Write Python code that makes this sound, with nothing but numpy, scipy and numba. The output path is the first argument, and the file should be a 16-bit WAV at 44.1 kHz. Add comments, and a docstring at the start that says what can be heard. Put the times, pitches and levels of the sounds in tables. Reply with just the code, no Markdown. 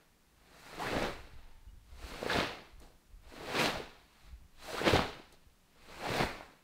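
"""Five punches in a stiff cotton uniform, close by in a small padded room, over low rumble and recorder's hiss.
In each the weave rubs as dense coloured grains, sleeve folds flap and pop as damped sines, the arm scuffs through
gliding resonances, band-limited bursts snap or scuff, and damped low sines thump or make the rumble lumpier.
After the first punch faint thin tones pass; small shifts of pose rustle after the second, third and fourth.
The fourth punch brings the loudest pops and thump; the fifth settles into the rumble and hiss."""
import sys
import numpy as np
from scipy import signal
from scipy.fft import rfft, irfft
from scipy.io import wavfile
from scipy.ndimage import uniform_filter1d
from numba import njit

SR = 44100
rng = np.random.default_rng(int(sys.argv[2]) if len(sys.argv) > 2 else 0)


def unload_audio(sound):
    """Save the sound as a 16-bit wav file, at the path given as the first command line argument."""
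    columns = np.transpose(np.atleast_2d(sound))
    # keep every value between -1 and 1, then stretch to whole-number steps
    steps = np.round(np.clip(columns, -1, 1) * 32767)
    wavfile.write(sys.argv[1], SR, steps.astype(np.int16))


N = 292383
T_S = np.arange(N) / SR

# arm speed per punch, as level of coarse rubbing: (time [s], level [dB])
ARM_SPEED = [
    [(0, -71), (.21, -95.5), (.52, -65.5), (.77, -52), (.83, -45), (.97, -42), (1.04, -42), (1.1, -48.5),
     (1.23, -62.5), (1.6, -77.5)],
    [(1.86, -80), (2.04, -57), (2.2, -49.5), (2.27, -47.5), (2.31, -39), (2.41, -36.5), (2.45, -41.5),
     (2.6, -58), (2.79, -76)],
    [(3.2, -88), (3.25, -69), (3.37, -55), (3.47, -50), (3.55, -39), (3.6, -35), (3.67, -38.5),
     (3.78, -49.5), (4.09, -79)],
    [(4.52, -84), (4.63, -56), (4.74, -48), (4.83, -41.5), (4.86, -35), (4.89, -33), (4.92, -39),
     (4.96, -33.5), (5.01, -42), (5.12, -53), (5.45, -82)],
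    [(5.7, -80.5), (5.92, -55.5), (6.0, -54), (6.06, -43.5), (6.15, -40), (6.21, -36.5), (6.26, -42),
     (6.45, -60), (6.63, -75.5)],
]
# treble of the fine fibres per punch: (time [s], level [dB])
FIBRE_LEVEL = [
    [(0.3, -90), (0.606, -65), (0.78, -60.5), (0.826, -55.5), (1.038, -54.5), (1.338, -82), (1.4, -87)],
    [(1.87, -81), (2.06, -59.5), (2.248, -59), (2.316, -50.5), (2.394, -51.5), (2.624, -76), (2.72, -85)],
    [(3.2, -91), (3.304, -67.5), (3.448, -61), (3.564, -51.5), (3.628, -43.5), (3.85, -68.5), (4.05, -91)],
    [(4.52, -94), (4.628, -59), (4.712, -52.5), (4.842, -54), (4.904, -46.5), (4.974, -50.5), (5.25, -82)],
    [(5.75, -86), (5.84, -71), (6.18, -48.5), (6.194, -50), (6.232, -48.5), (6.282, -58.5), (6.55, -80)],
]
# phases of each punch: (thrust [s], full stretch [s],
#   folds in wind-up, at thrust, at stretch, settling [dB re rubbing at middle speed], tight weave in the same four [dB])
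PUNCHES = [(0.815, 1.04, 1, 0, 2.6, 0, -7, -6.5, -4.5, -5.5),
           (2.303, 2.424, 1, 0.5, 0.83, -2, -4, -2, -3.5, -4.5),
           (3.562, 3.67, 3, 0.5, 3, 1, -4.5, -2.5, 0.5, -3.5),
           (4.831, 4.945, -2.5, -2, 3, 1, -3, -8, -0.5, -3),
           (6.054, 6.22, 1, 2.5, 1.9, 0.71, -5, -4.5, -4, -8)]
# small shifts of the held pose: (time [s], rise [s per 20 dB], fall [s per 20 dB],
#   rubbing [dB], folds [dB], tight weave [dB], fibres [dB])
POSE_SHIFTS = [(2.82, .025, .15, -69, -57.5, -72, -67.5), (4.27, 0.38, .15, -67.5, -79, -70.5, -74.5),
               (5.333, 0.026, 0.03, -83, -61, -76.5, -70)]
# folds popping open: (table time [s], peak [dB], starting pitch [Hz], decay to 1/e^2 [cycles])
FLAPS = [(0.799, -36, 654, 1.4), (0.819, -32.5, 810, 2.8), (0.929, -34.5, 510, 3.6),
         (0.964, -24.5, 295, 1.2), (0.977, -26.5, 620, 4.1), (1.019, -27, 607, 4.3),
         (1.039, -30.5, 730, 2.5), (2.226, -25, 530, 2.6), (2.26, -23, 466, 2.4), (2.343, -27, 500, 5.7),
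         (2.384, -26, 224, 1.6), (2.82, -53, 473, 4.2), (2.845, -53, 520, 4), (3.335, -46, 300, 3.5),
         (3.375, -45, 280, 3.5), (3.403, -45, 416, 3.2), (3.546, -35.5, 410, 1.8), (3.61, -30, 596, 3.4),
         (3.689, -38, 590, 2.8), (3.754, -31.5, 670, 4.1), (3.798, -32.5, 433, 4.1),
         (4.812, -25.5, 450, 3.8), (4.846, -31.5, 641, 2.5), (4.932, -16, 428, 2.7),
         (4.944, -18.5, 288, 1.2), (4.955, -15, 660, 1.4), (4.99, -25, 196, 2), (5.196, -41, 413, 1.6),
         (6.029, -35, 727, 2.1), (6.064, -29, 715, 2.3), (6.088, -30, 426, 3.8), (6.114, -32, 506, 3.4),
         (6.149, -28, 470, 2.2), (6.179, -29, 670, 1.8), (6.231, -20, 795, 1.9), (6.406, -31.5, 760, 1)]
# short bursts of cloth, broad ones snap, narrow ones scuff:
#   (table time [s], peak [dB], centre [Hz], width [octaves], decay to 1/e [ms])
BURSTS = [(1.0263, -35, 2600, 3.1, 1.8), (2.2961, -25.5, 1550, 0.27, 7.4), (2.3105, -29, 1520, 0.3, 3.8),
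          (2.3295, -28, 3670, 0.29, 3.7), (2.401, -20, 2580, 0.76, .8), (2.4282, -34, 2500, 1.2, 1.1),
          (2.7991, -48, 8000, 1.2, 3.1), (3.531, -44, 2300, 0.9, 2.3), (3.5511, -28, 2100, 1.2, 2.6),
          (3.599, -29, 2400, 1.1, 3.7), (3.6564, -25, 3200, 1.35, 2.9), (4.8494, -26.5, 2470, 0.56, 1.8),
          (4.8792, -19, 2780, 0.83, 3), (4.9628, -19, 1510, 2.6, 1.3), (4.9906, -18, 890, 0.83, 0.75),
          (5.3235, -52, 5500, 2.1, 3.1), (6.2018, -23, 1600, 1.8, 0.51), (6.229, -25, 1470, 1, 1.3)]
# arm sliding through the sleeve, the air gap ringing: (start [s], length [s], first [Hz], last [Hz], level [dB])
SCUFFS = [(0.782, 0.074, 556, 1120, -38), (0.838, 0.064, 1290, 2270, -42.5),
          (2.295, 0.036, 1600, 1600, -51), (2.815, 0.051, 6000, 7000, -79), (3.4, 0.065, 424, 390, -47),
          (3.577, 0.053, 2300, 2680, -31), (4.667, 0.058, 680, 680, -43.5), (4.723, 0.044, 450, 470, -38.5),
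          (4.753, 0.07, 890, 2000, -40.5), (4.845, 0.075, 1500, 3600, -35),
          (5.32, 0.039, 4000, 4250, -68.5), (6.02, 0.081, 680, 960, -43)]
# low thumps and lumps in the rumble: (table time [s], peak [dB], starting pitch [Hz], decay to 1/e^2 [cycles])
THUMPS = [(0.908, -45, 96.9, 3.0), (0.93, -41, 56.5, 4.6), (1.178, -49, 72.7, 2.7),
          (1.321, -48.5, 114, 2.6), (1.419, -46, 37, 2.1), (1.529, -54, 37.2, 2.7), (1.654, -44, 65, 3.7),
          (1.719, -47, 71.4, 1.9), (1.675, -45, 55, 2.0), (1.907, -46.5, 64.6, 6), (1.965, -46, 55, 2.0),
          (2.105, -46, 40, 2.0), (2.025, -37.5, 60.4, 2), (2.334, -37, 80, 2.7), (2.719, -49, 38, 3.0),
          (2.769, -46.5, 57, 2.9), (2.819, -53, 45.8, 2.8), (3.119, -46.5, 40.7, 2.3),
          (3.18, -55, 48.7, 2.3), (3.249, -50, 45.8, 2.2), (3.589, -43, 128, 4), (4.316, -41, 58, 3),
          (4.915, -23, 96.3, 6.3), (4.949, -35, 69.5, 3.8), (5.45, -53.5, 67, 2.2), (6.089, -33, 129, 3.3),
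          (6.227, -33.5, 71.4, 1.9)]
# floor rumble, swelling around the punches; a part following the rubbing is added: (time [s], level [dB])
RUMBLE_LEVEL = [(0.0, -70), (0.81, -66), (1.03, -46), (1.09, -52), (2.31, -60), (2.36, -47), (2.62, -68),
                (2.79, -54.5), (2.92, -63.5), (3.67, -53.5), (4.1, -69.5), (4.32, -58.5), (4.63, -66),
                (4.95, -47), (5.22, -66), (5.76, -71), (6.22, -51), (6.63, -73.5)]
# faint thin tones: (start [s], length [s], first [Hz], last [Hz], level before the envelope [dB])
TONES = [(1.326, 0.45, 906, 890, -75), (1.59, .09, 2800, 2860, -86), (1.67, .06, 2860, 2900, -73)]
# relative spectra of coarse weave, tight weave, folds, fibres, floor, hiss: (frequency [Hz], density [dB per Hz])
WEAVE_SPECTRUM = [(650, 3.5), (1150, 3.5), (2050, 1.5), (2700, -6), (3400, -37)]
TIGHT_SPECTRUM = [(2300, -7), (2900, -1), (3500, -1), (4150, -0.2), (4650, -4.5), (5200, -9), (6600, -17.5)]
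FOLD_SPECTRUM = [(90, -2), (170, 0), (300, 2), (480, 2), (750, -2), (1100, -10), (1600, -11)]
FIBRE_SPECTRUM = [(4000, -4), (5500, -10), (8000, -9.5), (11000, -16), (15500, -18)]
FLOOR_SPECTRUM = [(15, 14), (30, -2.5), (55, 2), (90, -6.5), (160, -18), (400, -33)]
HISS_SPECTRUM = [(88, -43), (150, 0), (359, -9.5), (530, -12.5), (751, -14), (1000, -13.5), (1420, -15.5),
                 (15500, -26)]

MIDDLE_DB = -50  # rubbing at middle speed
FOLDS_GROW_DB_PER_DB, TIGHT_GROW_DB_PER_DB = 0.12, -.05  # gain re rubbing per dB of speed
BLEND_S = 0.044  # wind-up to thrust, stretch to settling
FLAP_DELAY_S = 0.00296  # table time to start of sound
SCUFF_Q = 7.2
ROOM_T60_S, ROOM_DB, ROOM_HZ = 0.38, -15.5, 5070
SWAY_DB, SWAY_GROW_DB_PER_DB = -65.5, 0.58  # rumble following the rubbing: at middle speed; growth with speed
HISS_DB, TOP_HZ = -70, 15710


def arm():
    """Speed and phase set rubbing, folds and tight weave; fibres follow their own curve; pose shifts add to all."""
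    gains = np.zeros((4, N))
    for speed_curve, fibre_curve, (thrust_s, stretch_s, *phase_db) in zip(ARM_SPEED, FIBRE_LEVEL, PUNCHES):
        rub_db = fading(speed_curve)
        speed_db = rub_db - MIDDLE_DB
        phases_s = [thrust_s - BLEND_S, thrust_s, stretch_s, stretch_s + BLEND_S]
        folds_db, tight_db = (np.interp(T_S, phases_s, db) for db in np.reshape(phase_db, (2, 4)))
        folds_db = rub_db + folds_db + FOLDS_GROW_DB_PER_DB * speed_db
        tight_db = rub_db + tight_db + TIGHT_GROW_DB_PER_DB * speed_db
        gains += undb([rub_db, folds_db, tight_db, fading(fibre_curve)])
    for s, rise_s, fall_s, *peak_db in POSE_SHIFTS:
        drop_db = 20 * np.maximum((s - T_S) / rise_s, (T_S - s) / fall_s)
        gains += undb(np.array(peak_db)[:, None] - drop_db)
    return gains


def sleeves(gains):
    """Stick-slip of weave, folds and fibres: coloured grains, each patchy in its own way."""
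    drag = walk(45)  # shared: the sleeve catches and lets go
    slips = grains(2500, 5.6, 1.0)
    coarse = colour(slips, WEAVE_SPECTRUM) * undb(0.74 * drag + 0.71 * walk(90))
    tight = colour(slips, TIGHT_SPECTRUM) * undb(0.49 * drag + 1.2 * walk(80))
    folds = colour(grains(400, 7.3, 1.0), FOLD_SPECTRUM) * undb(1.8 * drag + 0.6 * walk(35))
    fibres = colour(grains(5000, 7.3, 4.1), FIBRE_SPECTRUM) * undb(0.11 * drag + 0.64 * walk(70))
    return np.sum(gains * np.array([coarse, folds, tight, fibres]), axis=0)


def scuffs():
    """Slips ring the air gap of the sleeve: a gliding resonance, swelling and fading with each slide."""
    hz, gain = np.full(N, 1000.), np.zeros(N)
    for s, length_s, first_hz, last_hz, db in SCUFFS:
        i, n = int(s * SR), int(length_s * SR)
        hz[i:i + n] = np.geomspace(first_hz, last_hz, n)
        gain[i:i + n] = undb(db) * np.sqrt(np.hanning(n))
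    slips = grains(1500, 5.4, -1.3) * gain
    ring = resonate(slips / np.sqrt(hz), hz, SCUFF_Q)
    return ring * np.sqrt(SR * SCUFF_Q / np.pi / 2)  # with / sqrt(hz): makes up for the narrow band hz / Q


def flaps():
    """Folds pop open; each air pocket sinks slightly in pitch as it opens."""
    return pops(FLAPS, glide=0.047, delay_s=FLAP_DELAY_S)


def bursts():
    """Short bursts of cloth, decaying noise each in its own band: broad ones snap, narrow ones scuff."""
    out, ms = np.zeros(N), np.arange(1024) * 1000 / SR
    noises = rng.standard_normal((len(BURSTS), 1024))
    for (s, db, hz, octaves, decay_ms), noise in zip(BURSTS, noises):
        edge = 2 ** (octaves / 2)
        band = signal.butter(2, [hz / edge, hz * edge], "band", fs=SR)
        burst = signal.lfilter(*band, noise * np.exp(-ms / decay_ms))
        add(out, s + FLAP_DELAY_S / 2, undb(db) * burst / np.abs(burst).max())
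    return out


def room(x):
    """Dense dull reflections: low-passed noise decaying exponentially, starting after 6 ms."""
    t_s = np.arange(SR // 2) / SR
    decay = np.exp(-np.log(1000) * t_s / ROOM_T60_S)
    tail = rng.standard_normal(len(t_s)) * decay * (t_s > .006)
    tail = signal.lfilter(*signal.butter(2, ROOM_HZ, fs=SR), tail)
    return signal.fftconvolve(x, tail / np.linalg.norm(tail))[:N] * undb(ROOM_DB)


def thumps():
    """Low thumps and lumps in the rumble: low damped cycles, sinking strongly in pitch."""
    return pops(THUMPS, glide=0.34, delay_s=0.0124)


def rumble(rubbing_gain):
    """Lumpy low noise, swelling around the punches, with a part that follows the rubbing."""
    sway = undb(SWAY_DB) * (rubbing_gain / undb(MIDDLE_DB)) ** SWAY_GROW_DB_PER_DB
    gain = undb(np.interp(T_S, *np.transpose(RUMBLE_LEVEL))) + sway
    return colour(rng.standard_normal(N), FLOOR_SPECTRUM) * gain * undb(3.5 * walk(15))


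def tones():
    """Thin sines with wavering, drifting pitch, swelling and fading, weighted to their first half."""
    out = np.zeros(N)
    for s, length_s, first_hz, last_hz, db in TONES:
        n = int(length_s * SR)
        hz = np.linspace(first_hz, last_hz, n) * (1 + .006 * walk(32)[:n])
        envelope = np.sqrt(np.hanning(n)) * np.linspace(1.5, .6, n)
        add(out, s, undb(db) * envelope * np.sin(2 * np.pi * np.cumsum(hz) / SR))
    return out


def recorder_hiss():
    """Steady coloured noise."""
    return colour(rng.standard_normal(N), HISS_SPECTRUM) * undb(HISS_DB)


def pops(table, glide, delay_s):
    """A few swelling and dying cycles, sinking in pitch, each starting delay_s after its table time."""
    out = np.zeros(N)
    for s, db, hz, cycles in table:
        turn = np.arange(int(5 * cycles * SR / hz)) * hz / SR
        envelope = (1 - np.exp(-turn / 0.16)) * np.exp(-2 * turn / cycles)
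        phase = turn * (1 - glide * turn / (5 * cycles))
        add(out, s + delay_s, undb(db) * envelope / envelope.max() * np.sin(2 * np.pi * phase))
    return out


def grains(rate_hz, range_db, smooth_db):
    """Stick-slip clicks of scattered size and sign, rms 1, over smooth noise at smooth_db."""
    chance, size = rng.random((N, 2)).T
    clicks = (chance < rate_hz / SR) * undb(range_db * size) * rng.standard_normal(N)
    return clicks / clicks.std() + undb(smooth_db) * rng.standard_normal(N)


@njit
def resonate(x, hz, q):
    """State-variable band-pass with a moving centre, gain 1 there."""
    y, band, low = np.empty(len(x)), 0., 0.
    for i in range(len(x)):
        g = np.tan(np.pi * hz[i] / SR)
        v = (band + g * (x[i] - low)) / (1 + g * (g + 1 / q))
        band, low, y[i] = 2 * v - band, low + 2 * g * v, v / q
    return y


def colour(x, points):
    """Shape by (Hz, dB) points on a log axis, falling away beyond both ends; rms 1."""
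    hz, db = np.transpose(points)
    log_f = np.log(np.maximum(np.arange(N // 2 + 1) * SR / N, 1))
    outside = np.maximum(np.log(hz[0]) - log_f, 0) + np.maximum(log_f - np.log(hz[-1]), 0)
    y = irfft(rfft(x) * undb(np.interp(log_f, np.log(hz), db) - 96 * outside), N)
    return y / y.std()


def walk(rate_hz):
    """Random levels, a new one every 1 / rate_hz, joined by ramps; spread near 0.8."""
    k = int(SR / rate_hz)
    return uniform_filter1d(np.repeat(rng.standard_normal(N // k + 1), k), k)[:N]


def fading(curve):
    """Level curve [dB] that comes up from -110 dB and returns to it."""
    s, db = np.transpose(curve)
    return np.interp(T_S, np.r_[s[0] - .15, s, s[-1] + .3], np.r_[-110, db, -110])


def undb(db):
    """Gain of a level in dB."""
    return 10 ** (np.asarray(db) / 20)


def add(out, s, shape):
    """Mix a short sound in at time s."""
    i = int(s * SR)
    out[i:i + len(shape)] += shape[:len(out) - i]


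def scene():
    """Cloth and its echo, floor, tones, hiss."""
    gains = arm()
    cloth = sleeves(gains) + scuffs() + flaps() + bursts()
    floor = thumps() + rumble(gains[0])
    return (cloth + room(cloth) + floor + tones() + recorder_hiss())[None]


def record(dry):
    """Steep elliptic low-pass at the top of the band."""
    return signal.sosfilt(signal.ellip(12, .2, 80, TOP_HZ, fs=SR, output="sos"), dry)


dry = scene()
out = record(dry)
unload_audio(out)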